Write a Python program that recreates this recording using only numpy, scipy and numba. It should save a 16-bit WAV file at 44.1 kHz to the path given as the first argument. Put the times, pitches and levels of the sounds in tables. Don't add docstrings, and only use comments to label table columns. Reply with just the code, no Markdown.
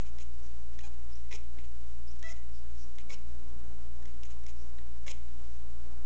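import sys
import numpy as np
from scipy import signal
from scipy.fft import rfft, irfft, next_fast_len
from scipy.io import wavfile
from scipy.ndimage import uniform_filter1d
from numba import njit

SR = 44100
rng = np.random.default_rng(int(sys.argv[2]) if len(sys.argv) > 2 else 0)


def bounce(signal):
    frames = np.transpose(np.atleast_2d(signal))
    limited = np.clip(frames, -1, 1)
    pcm = np.round(limited * 32767).astype(np.int16)
    wavfile.write(sys.argv[1], SR, pcm)


def amplitude_ratio(level_db):
    exponent = np.asarray(level_db, float) / 20
    return 10 ** exponent


N = 267069

# f/Hz, level/dB per Hz
RUMBLE_COLOUR = [(20, -78.5), (45, -80.5), (100, -84.5), (260, -90), (400, -92.5), (1200, -99),
                 (2000, -108), (4000, -125)]
# t/s, level/dB
RUMBLE_SWELL = [(0, 0.67), (1, -1.6), (2.7, -1.3), (3.6, 1.3), (4.6, -.8), (6.06, 1.6)]
# f/Hz, level/dB per Hz
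HISS_COLOUR = [(500, -103), (2000, -104.5), (3400, -105), (4500, -105.5), (7000, -105), (7600, -107),
               (8000, -110), (8400, -116)]
# t/s, offset/full scale
AMPLIFIER_OFFSET = [(0, -.0991), (3, -.0995), (6.06, -.1004)]
# f/Hz, width/Hz, level/dB
HOUSE_MODES = [(177, 8, -76), (259.7, 5.9, -74.5), (344.4, 5.3, -76.5)]

# t/s, firing f/Hz, load/dB
ENGINE_REVS = [
    (1.6, 44.24, -10),
    (2.7, 54.46, -11.5),
    (3.3, 61.6, -1.5),
    (3.6, 70.65, 1),
    (3.9, 77.5, -2.5),
    (4.3, 82.47, -14),
    (4.9, 84.14, -12.5),
    (6.06, 85.74, -10.5),
]
# multiple of firing rate, level/dB, share of the load's swing
FIRING_ORDERS = [(1., -65.5, 0.32), (2., -65, 1.05), (3., -73, 0.68), (4., -77.5, 0.85), (5., -72.5, 1.4),
                 (9., -89.5, 0.37)]
# f/Hz, width/Hz, lift/dB
WALL_NOTES = [(58, 9.4, 10), (188, 15, 6.5), (267, 16, 9.5), (372, 13, 6), (682, 40, 19.5)]

# t/s after its start, length/s, start f/Hz, end f/Hz, level/dB
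BIRD_MOTIF = [
    (0, 0.023, 5360, 5620, -73),
    (0.009, .025, 5200, 5060, -63),
    (0.042, .014, 5600, 5820, -61),
]
MOTIF_STARTS = [1.107, 2.063]
# t/s, length/s, start f/Hz, end f/Hz, level/dB
BIRD_WHISTLES = [
    (.39, 0.068, 5300, 5300, -82.5),
    (2.753, .039, 5270, 5300, -74.5),
    (5.41, .2, 6230, 6100, -78),
]
# t/s, length/s, start f/Hz, end f/Hz, level/dB
BIRD_RASPS = [
    (0.421, 0.055, 6000, 5640, -67.5),
    (2.516, 0.081, 5330, 5130, -68),
    (2.769, 0.084, 5680, 5770, -63.5),
    (4.551, 0.1, 4920, 6100, -68.5),
]

# f/Hz, width/Hz, level/dB
THROAT_MODES = [(370, 180, -2), (680, 350, -1), (1300, 600, -1)]
PALATE_MODES = [(3420, 400, 0), (3950, 350, -.5)]
TEETH_MODES = [(5300, 430, -3.5), (6100, 700, -1), (6790, 1160, -2.3)]

# t/s, length/s, effort level/dB, starting hiss level/dB
BREATH_PUFFS = [(.002, .026, -61.5, -65), (0.047, 0.048, -63.5, -68.5), (0.196, 0.037, -58, -62),
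                (0.803, 0.012, -57.5, -63), (1.588, 0.022, -61.5, -73.5), (1.636, .022, -64, -70.5),
                (2.355, 0.032, -66.5, -71.5), (2.993, .024, -60.5, -68.5), (4.071, 0.042, -66.5, -74.5),
                (4.247, .02, -61, -58), (4.296, .037, -64.5, -63.5), (4.478, .033, -60.5, -62.5)]
# t/s, length/s, f/Hz, level/dB
CHEST_HUFFS = [
    (.195, 0.018, 470, -64),
    (1.325, .035, 360, -60),
    (1.565, 0.034, 260, -62),
    (3.112, 0.025, 450, -60.5),
    (5.092, .028, 530, -63),
]
# t/s, peak level/dB, upper band relative level/dB, mouth resonance f/Hz
MOUTH_CLICKS = [(0.186, -43.5, -1.5, 2030), (0.6032, -64, 5, 1780), (0.734, -55.5, -2.5, 1780),
                (0.7901, -39, -3.5, 1930), (1.2602, -64, -14, 1930), (1.3274, -35, -19, 2150),
                (1.573, -54, -20, 1800), (1.5874, -43, -12.5, 2110), (2.1939, -64, 15.5, 1870),
                (2.228, -39.5, 0, 1880), (2.4964, -57.5, -2.5, 1860), (2.707, -65.5, -2, 1900),
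                (2.955, -59.5, 7, 1850), (2.985, -39.5, -7, 1880), (3.105, -38.5, -8, 2070),
                (3.2684, -72.5, -3, 1837), (4.026, -52, -2.5, 1800), (4.0558, -45.5, -0.5, 1900),
                (4.2106, -67.5, 10.5, 1910), (4.2338, -41, -3.5, 2200), (4.4378, -52, 0, 1850),
                (4.4651, -44, 1, 2010), (4.785, -47, -19, 1850), (5.0805, -33, -10.5, 2060),
                (5.2844, -53, -8.5, 1800), (5.9275, -55, -1.5, 2230)]

# t/s, effort level/dB, pitch f/Hz, voiced share/0-1, mouth resonance f/Hz
HIGH_SQUEAK = [(.832, -61, 860, .9, 2500), (.838, -57, 830, .9, 2480), (.847, -59, 790, .8, 2350),
               (.855, -59, 840, .85, 2450), (.861, -65, 840, .15, 2400), (.874, -64, 830, .1, 2400),
               (.881, -72, 830, .1, 2400)]
HOARSE_SQUEAK = [(1.308, -54, 507, .45, 2100), (1.316, -49, 510, .65, 2250), (1.331, -48.5, 471, .55, 2150),
                 (1.341, -56, 455, .3, 2180), (1.354, -51, 455, .3, 2400), (1.363, -54, 450, .2, 2500)]
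CLEAR_SQUEAK = [(2.232, -60, 630, .5, 1950), (2.239, -50, 648, .88, 1945), (2.265, -44.5, 660, .92, 1980),
                (2.283, -49, 652, .9, 1955), (2.288, -54, 638, .85, 2540), (2.299, -52, 660, .55, 2030),
                (2.316, -56, 658, .55, 2000), (2.327, -59, 658, .35, 2000)]
BROKEN_SQUEAK = [(3.093, -56, 548, .8, 2180), (3.105, -48.5, 552, .85, 2200), (3.113, -56, 550, .35, 2200),
                 (3.128, -55, 520, .4, 2300), (3.14, -52, 500, .5, 2950), (3.146, -55, 500, .2, 2950)]
BARKED_SQUEAK = [(5.062, -53, 545, .65, 1900), (5.074, -53, 550, .6, 2050), (5.085, -49.5, 552, .7, 2200),
                 (5.093, -57, 530, .2, 2300), (5.105, -51, 520, .3, 2300), (5.118, -49, 520, .35, 2450)]
# resonance width/Hz, palate level/dB, lip tilt/dB,
# starting hiss level/dB, throat level at full effort/dB
SQUEAK_SHAPES = [
    (804, 3.5, 2.5, -62, -59),
    (378, -4, -2, -56.5, -56.5),
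    (101.3, -10, -1, -66, -56),
    (260., -4, -1, -58, -56),
    (450., -1.5, 0.2, -55, -57),
]

HUM_HZ, HUM_DB, HUM_WOBBLE_DB = 58.4, -46.3, 0.07
ENGINE_PHASE = 5.6
WAVERS_PER_NOTE, RASP_WIDE_HZ = 4.5, 800
HISS_RISE_DB_PER_S, HISS_OVER_DB = 151.5, 2.5
THROAT_FOLLOWS = 0.32
OPEN_MOUTH_HZ = 2100
PUFF_PEAK_AT, PUFF_START_DB, PUFF_END_DB = 0.35, -3, -7
PUFF_MOUTH_HZ, PUFF_WIDTH_HZ, PUFF_THROAT_DB = 2300, 900.0, -7.5
PANE_HZ, PANE_WIDTH_HZ, PANE_DB = 2960, 12.0, 3
ROOM_T60_S, ROOM_DB = 0.42, -12.5
MICROPHONE_CUTOFF_HZ = 8993


def in_time(rows):
    s, *columns = np.transpose(rows)
    return [np.interp(np.arange(N) / SR, s, c) for c in columns]


def rms_one(x):
    return x / np.sqrt(np.mean(x ** 2) + 1e-20)


def drift(rate, size):
    r = np.exp(-2 * np.pi * rate / SR)
    wander = signal.lfilter([1], [1, -2 * r, r * r], rng.standard_normal(size + 20000))
    return rms_one(wander[20000:])


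def noise(spectrum):
    size = next_fast_len(N)
    hz = np.maximum(np.fft.rfftfreq(size, 1 / SR), 1)
    points_hz, points_db = np.transpose(spectrum)
    colour = amplitude_ratio(np.interp(np.log(hz), np.log(points_hz), points_db)) * np.minimum(hz / 12, 1) ** 2
    return irfft(rfft(rng.standard_normal(size)) * colour * np.sqrt(SR / 2), size)[:N]


@njit
def resonance(x, hz, width, rate):
    y = np.zeros(len(x))
    r = np.exp(-np.pi * width / rate)
    for i in range(2, len(x)):
        drive = (1 - r * r) / 2 * (x[i] - x[i - 2])
        y[i] = drive + 2 * r * np.cos(2 * np.pi * hz[i] / rate) * y[i - 1] - r * r * y[i - 2]
    return y


def cavity(x, modes):
    return sum((-1) ** k * amplitude_ratio(db) * resonance(x, np.full(len(x), 1. * hz), 1. * width, 1. * SR)
               for k, (hz, width, db) in enumerate(modes))


def floor():
    rumble = noise(RUMBLE_COLOUR) * amplitude_ratio(in_time(RUMBLE_SWELL)[0] + 1.2 * drift(6.3, N))
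    hiss = noise(HISS_COLOUR) * amplitude_ratio(0.5 * drift(3, N) + 0.7 * drift(30, N))
    return rumble + hiss


def house():
    rumble = rng.standard_normal(N)
    return sum(amplitude_ratio(db) * rms_one(cavity(rumble, [(hz, width, 0)])) for hz, width, db in HOUSE_MODES)


def hum():
    level = np.sqrt(2) * amplitude_ratio(HUM_DB + HUM_WOBBLE_DB * drift(1.9, N))
    return level * np.sin(2 * np.pi * HUM_HZ * np.arange(N) / SR + 0.36)


def engine():
    firing_hz, load_db = in_time(ENGINE_REVS)
    uneven_hz = firing_hz * (1 + 0.003 * drift(9.1, N))
    turns = np.cumsum(uneven_hz) / SR + ENGINE_PHASE / (2 * np.pi)
    out = np.zeros(N)
    for k, db, share in FIRING_ORDERS:
        wall_db = sum(lift_db * np.exp(-((k * firing_hz - hz) / width) ** 2)
                      for hz, width, lift_db in WALL_NOTES)
        level_db = db + share * load_db + wall_db + 2.0 * drift(1.3, N)
        out += np.sqrt(2) * amplitude_ratio(level_db) * np.sin(2 * np.pi * k * turns)
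    return out


def birds():
    out = np.zeros(N)
    motifs = [(start + s, *note) for start in MOTIF_STARTS for s, *note in BIRD_MOTIF]
    notes = [(*note, WAVERS_PER_NOTE / note[1]) for note in [*BIRD_WHISTLES, *motifs]]
    notes += [(*note, RASP_WIDE_HZ) for note in BIRD_RASPS]
    for s, length, start_hz, end_hz, db, wander_hz in notes:
        along = np.linspace(0, 1, round(length * SR))
        phase = 2 * np.pi * np.cumsum(start_hz + (end_hz - start_hz) * along) / SR
        note = (0.5 + drift(wander_hz, len(along))) * np.sin(phase)
        note += drift(wander_hz, len(along)) * np.cos(phase)
        swell = np.sqrt(abs(np.sin(np.pi * along)))
        out[round(s * SR):][:len(along)] += amplitude_ratio(db) * swell * note
    return out


def mouth(x, mouth_hz, width, palate_db, lips_db=-2, stretch=1):
    palate, throat = [[(stretch * hz, wide, db) for hz, wide, db in modes]
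                      for modes in (PALATE_MODES, THROAT_MODES)]
    middle = resonance(x, mouth_hz, width, 1. * SR) - amplitude_ratio(palate_db) * cavity(x, palate)
    middle_band = signal.butter(2, [1300, 4200 * stretch], "band", fs=SR, output="sos")
    teeth = [(hz, wide, db + lips_db * (k - 1)) for k, (hz, wide, db) in enumerate(TEETH_MODES)]
    upper_band = signal.butter(2, [4600, 7900], "band", fs=SR, output="sos")
    upper = signal.sosfilt(upper_band, cavity(x, teeth))
    return signal.sosfilt(middle_band, middle), upper, cavity(x, throat)


def call(rows, width, palate_db, lips_db, hiss_db, throat_db):
    s, *columns = np.transpose(rows)
    start = round(s[0] * SR)
    t = np.arange(start, round((s[-1] + 0.003) * SR)) / SR
    level_db, pitch_hz, voiced, mouth_hz = [np.interp(t, s, c) for c in columns]
    voiced = np.clip(voiced, 0, 1)
    stretch = max(1, mouth_hz[0] / OPEN_MOUTH_HZ) if voiced[0] > 0.5 else 1
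    upper_db = np.minimum(hiss_db + HISS_RISE_DB_PER_S * (t - t[0]), level_db + HISS_OVER_DB)
    lower_db = throat_db + THROAT_FOLLOWS * (level_db - level_db.max())

    jitter = 1 + (0.006 + 0.25 * (1 - voiced) ** 2) * drift(200, len(t))
    cycle = np.cumsum(pitch_hz * jitter) / SR
    pulses = rms_one(sum(np.cos(2 * np.pi * k * cycle) * 0.74 ** k for k in range(1, 12)))
    gate = (0.5 + 0.5 * np.cos(np.pi * cycle)) ** 2 + 0.9
    breath = rms_one(rng.standard_normal(len(t)) * gate * amplitude_ratio(1.5 * drift(100, len(t))))

    voice = voiced * pulses + (1 - voiced) * breath
    middle, _, throat = mouth(voice, mouth_hz, 1. * width, palate_db, stretch=stretch)
    airy = voiced * pulses + 2.2 * (1 - voiced) * breath + 0.3 * breath
    upper = mouth(airy, mouth_hz, 1. * width, palate_db, lips_db)[1]
    even = [b / np.sqrt(uniform_filter1d(b ** 2, size=500) + 1e-6) for b in (middle, upper, throat)]
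    sound = amplitude_ratio(level_db) * even[0] + amplitude_ratio(upper_db) * even[1] + amplitude_ratio(lower_db) * even[2]
    edges = np.clip(np.minimum(t - t[0], t[-1] - t) / 0.003, 0, 1)
    out = np.zeros(N)
    out[start:][:len(t)] = edges * sound
    return out


def puff(s, length, db, hiss_db):
    shape = [(0, PUFF_START_DB), (PUFF_PEAK_AT, 0), (1, PUFF_END_DB)]
    rows = [(s + along * length, db + down_db, 500, 0.05, PUFF_MOUTH_HZ) for along, down_db in shape]
    return call(rows, PUFF_WIDTH_HZ, -2.5, 0.98, hiss_db, db + PUFF_THROAT_DB)


def huffs():
    out = np.zeros(N)
    for s, length, hz, db in CHEST_HUFFS:
        size = round(length * SR)
        push = cavity(rng.standard_normal(size), [(hz, 180, 0)])
        push = cavity(push, [(hz, 260, 0)])
        out[round(s * SR):][:size] += amplitude_ratio(db + 4.0) * np.hanning(size) * rms_one(push)
    return out


def clicks():
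    out, size = np.zeros(N), 1000
    for s, db, upper_db, hz in MOUTH_CLICKS:
        lag, flutter = rng.random(2)
        kick = 0.1 * rng.standard_normal(size) * np.exp(-np.arange(size) / SR / 0.0025)
        kick[3] += 1
        kick[round((0.003 + 0.0015 * lag) * SR)] -= 0.2 + 0.2 * flutter
        bands = mouth(kick, np.full(size, 1. * hz), width=280.0, palate_db=-5.5)
        middle, upper, low = [b / abs(b).max() for b in bands]
        click = middle + amplitude_ratio(upper_db) * upper + amplitude_ratio(-11.0) * low
        out[round((s - 0.0005) * SR):][:size] += amplitude_ratio(db) * click
    return out


def cat():
    calls = [HIGH_SQUEAK, HOARSE_SQUEAK, CLEAR_SQUEAK, BROKEN_SQUEAK, BARKED_SQUEAK]
    squeaks = sum(call(rows, *shape) for rows, shape in zip(calls, SQUEAK_SHAPES))
    puffs = sum(puff(*row) for row in BREATH_PUFFS)
    return clicks() + huffs() + squeaks + puffs


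def pane(x):
    return cavity(x, [(PANE_HZ, PANE_WIDTH_HZ, PANE_DB)])


def room(x):
    t = np.arange(round(0.45 * SR)) / SR
    bright = rng.standard_normal(len(t)) * amplitude_ratio(-60 * t / (0.65 * ROOM_T60_S))
    low_pass = signal.butter(2, 3500, fs=SR, output="sos")
    dull = signal.sosfilt(low_pass, rng.standard_normal(len(t))) * amplitude_ratio(-60 * t / ROOM_T60_S)
    tail = (bright + 1.5 * dull) * np.clip((t - 0.002) / 0.004, 0, 1)
    return signal.fftconvolve(x, tail / np.sqrt(np.sum(tail ** 2)))[:N]


def scene():
    background = floor() + house() + hum() + engine()
    outside, near = birds(), cat()
    echoes = amplitude_ratio(ROOM_DB) * room(near) + amplitude_ratio(-6.0) * room(outside)
    return (background + outside + near + pane(near) + echoes)[None]


def roll_off(x):
    return signal.sosfilt(signal.butter(12, 8470, fs=SR, output="sos"), x)


def record(dry):
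    low_pass = signal.cheby2(10, 50, MICROPHONE_CUTOFF_HZ * 1.1125, fs=SR, output="sos")
    mix = signal.sosfilt(low_pass, dry) + in_time(AMPLIFIER_OFFSET)[0]
    return roll_off(mix)


dry = scene()
out = record(dry)
bounce(out)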